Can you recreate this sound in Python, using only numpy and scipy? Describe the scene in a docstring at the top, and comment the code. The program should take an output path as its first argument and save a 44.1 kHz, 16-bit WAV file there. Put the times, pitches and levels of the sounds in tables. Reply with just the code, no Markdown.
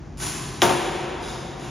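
"""A hard, echoing hall, heard through a two-port microphone. A toy blaster fires with a rush of air.
The dart cracks against a plastic bin on the wall; the shell booms in its modes and knocks once more.
The near walls answer first, then the whole hall rings on.
Two softer puffs of hiss follow, over the rumble of ventilation."""
import sys
import numpy as np
from scipy import signal
from scipy.fft import rfft, irfft
from scipy.io import wavfile

SR = 44100
rng = np.random.default_rng(int(sys.argv[2]) if len(sys.argv) > 2 else 0)


def master(y):
    """Save y as 16-bit WAV."""
    cut = np.clip(np.atleast_2d(y).T, -1, 1)
    pcm = np.round(cut * 32767)  # scale
    wavfile.write(sys.argv[1], SR, pcm.astype(np.int16))


N = 74970
T, FREQS = np.arange(N) / SR, np.fft.rfftfreq(2 * N, 1 / SR)

# blows on the bin: t/s, crack and clatter gain/dB, shell gain/dB
BIN_BLOWS = [(.6189, 2, 5.5), (0.6936, -11, 3.5)]
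# direct crack and its reflections off the nearest surfaces: delay/s, gain
CRACK_PATHS = [(0, .9), (.00125, 1), (.0036, .36), (.0048, .25), (.0064, .22), (.0155, .22), (.0215, .2)]
# colour of the crack: f/Hz, gain/dB
CRACK_COLOUR = [(150, -15), (700, 5), (1300, 11), (1900, 9), (2400, 13), (3400, 15), (3900, 11), (4500, 0),
                (5300, 4), (6300, 4), (10000, -9), (15500, -13)]
# modes of the bin's shell: f/Hz, relative level/dB, t60/s
SHELL_MODES = [(126, -36, 0.29), (244.6, -28.5, 0.4), (356.6, -19, 0.32), (555, -28, 0.48),
               (649, -31.5, 0.52), (699, -24, 0.16), (757.4, -10.5, 0.062), (916, -23, 0.36),
               (1070, -37.5, 0.59), (1175, -23, 0.12), (1386, -32, 0.3), (1500, -43, 0.28)]
# clatter of the plastic and the near walls: f/Hz, relative level/dB, t60/s
CLATTER_BANDS = [(50.6, -6, 0.2), (145.6, 20, 0.87), (210, 6.5, 0.71), (372, 19.5, 0.43), (504, 7.5, 0.38),
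                 (760, 13, 0.54), (1320, 10.5, 0.36), (2380, 2.5, 0.42), (3780, 4, 0.44), (4070, -7, 0.64),
                 (6040, 4.5, 0.2), (10400, -0.5, 0.36), (11840, -11, 0.23), (15500, -9, 0.28)]
# colour of the blow as the whole hall returns it: f/Hz, relative level/dB
WASH_COLOUR = [(60, -11), (140, 3), (220, 8.5), (290, 7), (355, 24.5), (420, 13.5), (555, 15.5), (630, 9),
               (765, 19.5), (840, 9.5), (915, 17.5), (1020, 10.5), (1600, 7.5), (3500, 6), (4400, -1.5),
               (6500, 0.5), (10000, 5), (12000, -13.5), (15500, -19)]
# rushes of air: t/s, rise/s, hold/s, gain/dB, treble tilt/(dB per octave), barrel lift/dB
AIR_PUFFS = [(0.172, .042, 0.053, -28, 0, -1.5), (1.191, .04, 0.072, -38, -3.5, 12),
             (1.556, .05, 0.09, -38.5, -6, 1)]
# colour of the air: f/Hz, relative level/dB
AIR_COLOUR = [(35, -22), (75, 8.5), (130, 20.5), (200, 5), (340, 13.5), (500, -2), (900, 4), (2000, 0.5),
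              (4800, -1), (6600, 3.5), (10300, 5), (12000, -13), (15500, -19)]
# resonances of the blaster: f/Hz, half-width/Hz, share of the lift
BARREL_RESONANCES = [(3700, 190, 0.88), (4926, 204, 0.78), (6260, 200, 0.38)]
# reverberation of the hall: f/Hz, t60/s
HALL_DECAY = [(100, 3), (400, 4.2), (900, 3.8), (2000, 3), (4000, 2.3), (6500, 1.75), (10000, 1.15),
              (15000, .9)]
# ventilation spectrum: f/Hz, relative level/dB
VENT_COLOUR = [(15, -44), (28, -20), (52, 6.5), (66, -8.5), (80, 1.5), (100, -7.5), (135, 4), (190, -5),
               (320, -8), (450, -17), (900, -20), (2000, -29.5), (4000, -38), (6300, -36.5), (10000, -51.5),
               (16000, -89)]
# likeness of diffuse sound at the two microphone ports: f/Hz, correlation
PORT_LIKENESS = [(50, .99), (250, .9), (550, .66), (1000, .74), (2000, .94), (10000, .9)]
# balance of the ports: f/Hz, left minus right/dB
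PORT_BALANCE = [(30, .6), (130, 1.1), (1000, 2.8), (2000, 0), (12000, 0.17)]
# phase between the ports: f/Hz, left lead/rad
PORT_PHASE = [(30, 0), (900, .15), (1700, -.15), (3300, .3), (4700, 0), (6700, .1), (7400, 1.2), (7700, 3),
              (8500, 3.2), (9130, 2.1), (10000, 1.4), (11100, .4), (13000, -.5), (15500, -1.6)]


def dart():
    """Each blow on the bin cracks, clatters, stirs the hall and sets the shell ringing."""
    ring = shell()
    out = np.zeros((2, N))
    for start, crack_db, shell_db in BIN_BLOWS:
        impact = crack() + clatter() + wash()
        out += delay(amp(crack_db) * impact + amp(shell_db) * ring, start)
    return out


def crack(crunch_db=-20.5, crunch_s=.0022):
    """The tip lands: one sharp pulse, repeated by the nearest surfaces, as the foam crumples behind it."""
    paths = sum(gain * np.exp(-2j * np.pi * FREQS * lag) for lag, gain in CRACK_PATHS)
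    pulses = irfft(paths)[:N]
    crunch = amp(crunch_db) * diffuse() * np.exp(-T / crunch_s)
    return shape(pulses + crunch, causal(read(CRACK_COLOUR, FREQS)))


def shell(rise_cycles=5.1, spread_rad=.7):
    """The hollow bin booms in its modes, the lowest swelling last; each reaches the ports out of step."""
    out = np.zeros((2, N))
    for hz, db, t60 in SHELL_MODES:
        port_phase = spread_rad * rng.choice([-1, 1]) * np.array([[.5], [-.5]])
        swell = 1 - np.exp(-T * hz / rise_cycles)
        fade = 1e-3 ** (T / t60)
        out += amp(db) * swell * fade * np.sin(2 * np.pi * hz * T + port_phase)
    return out


def clatter(gain_db=-18, rise_s=.0028):
    """Crowded short resonances of the plastic and the near walls."""
    ringing = dying(CLATTER_BANDS, t60_column=2) * (1 - np.exp(-T / rise_s))
    return shape(ringing, causal(gain_db + read(CLATTER_BANDS, FREQS)))


def wash(gain_db=-28, rise_s=.023):
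    """From farther off, the whole hall returns the blow as a slow wash."""
    tail = dying(HALL_DECAY) * (1 - np.exp(-T / rise_s))
    return shape(tail, causal(gain_db + read(WASH_COLOUR, FREQS)))


def air(leak=.14, release_s=.058, rasp_db=2.5, grain_s=.002, direct_db=-2, hall_db=.5):
    """Each rush of air starts with a leak, swells with a slight rasp, shuts off and fills the hall."""
    direct = np.zeros((2, N))
    treble_octaves = np.log2(np.maximum(FREQS / 3000, 1))
    barrel = sum(share / (1 + ((FREQS - hz) / width) ** 2) for hz, width, share in BARREL_RESONANCES)
    for start, rise, hold, db, tilt_db, lift_db in AIR_PUFFS:
        age = T - start
        opening = (age > 0) * (leak + (1 - leak) * np.clip(age / rise, 0, 1) ** 2)
        closing = np.exp(-np.maximum(age - rise - hold, 0) / release_s)
        rasp = amp(rasp_db * np.interp(T / grain_s, np.arange(N), rng.standard_normal(N)))
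        colour_db = db + read(AIR_COLOUR, FREQS) + tilt_db * treble_octaves + lift_db * barrel
        direct += shape(diffuse() * opening * closing * rasp, causal(colour_db))
    return amp(direct_db) * direct + amp(hall_db) * hall(direct[0])


def hall(x):
    """The hall's long reverberation of x, from a tail of unit energy per port."""
    tail = dying(HALL_DECAY)
    return shape(x, rfft(tail, 2 * N)) / np.sqrt(np.sum(tail ** 2) / 2)


def ventilation(gain_db=-37.5):
    """Room tone: a steady low rumble with a little hiss, from all around."""
    noise = shape(diffuse(), amp(read(VENT_COLOUR, FREQS)))
    return amp(gain_db) * noise / noise.std()


def diffuse():
    """White noise reaching the microphone from all sides, partly alike at the two ports."""
    common, apart = rng.standard_normal((2, N))
    likeness = read(PORT_LIKENESS, FREQS)
    mid = shape(common, np.sqrt((1 + likeness) / 2))
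    side = shape(apart, np.sqrt((1 - likeness) / 2))
    return np.array([mid + side, mid - side])


def dying(table, t60_column=1, bloom_cycles=2.6):
    """Diffuse noise in which each band builds up and dies at its own speed."""
    hz, t, bands = signal.stft(diffuse(), SR, nperseg=512)
    fade = 1e-3 ** (t / read(table, hz, t60_column)[:, None])
    cycles = np.outer(hz, t + t[1] / 2)
    bloom = 1 - np.exp(-(cycles / bloom_cycles) ** 2)
    return signal.istft(bands * fade * bloom, SR, nperseg=512)[1][:, :N]


def amp(db):
    """Decibels to gain."""
    return 10 ** (np.asarray(db) / 20)


def read(points, hz, column=1):
    """One column of a table, interpolated over log frequency."""
    table = np.array(points)
    return np.interp(np.log(hz + 1), np.log(table[:, 0] + 1), table[:, column])


def shape(x, gain):
    """Filters x by a gain at each frequency."""
    return irfft(rfft(x, 2 * N) * gain)[..., :N]


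def causal(db):
    """A minimum-phase response of these levels: it never sounds ahead of its cause."""
    log_gain = np.log(amp(db))
    mirrored = np.r_[log_gain, log_gain[-2:0:-1]]
    return np.exp(np.conj(signal.hilbert(mirrored)))[:N + 1]


def delay(x, seconds):
    """The same sound, later."""
    count = round(seconds * SR)
    return np.concatenate([np.zeros_like(x[..., :count]), x[..., :N - count]], -1)


def scene():
    """Rushes of air, blows on the bin and room tone, as they reach the microphone."""
    return air() + dart() + ventilation()


def record(dry, notch_hz=8200, notch_width_hz=410, notch_db=-38, edge_hz=15750):
    """The microphone's ports differ in level and phase; they share a deep treble notch and a band limit."""
    sides = [.5, -.5]  # left, right
    balance = amp(np.outer(sides, read(PORT_BALANCE, FREQS)))
    phase = np.exp(1j * np.outer(sides, read(PORT_PHASE, FREQS)))
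    notch = causal(notch_db * np.exp(-((FREQS - notch_hz) / notch_width_hz) ** 2))
    lowpass = signal.firwin(255, edge_hz, window=("kaiser", 9), fs=SR)
    return signal.oaconvolve(shape(dry, balance * phase * notch), lowpass[None], "same")


dry = scene()
out = record(dry)
master(out)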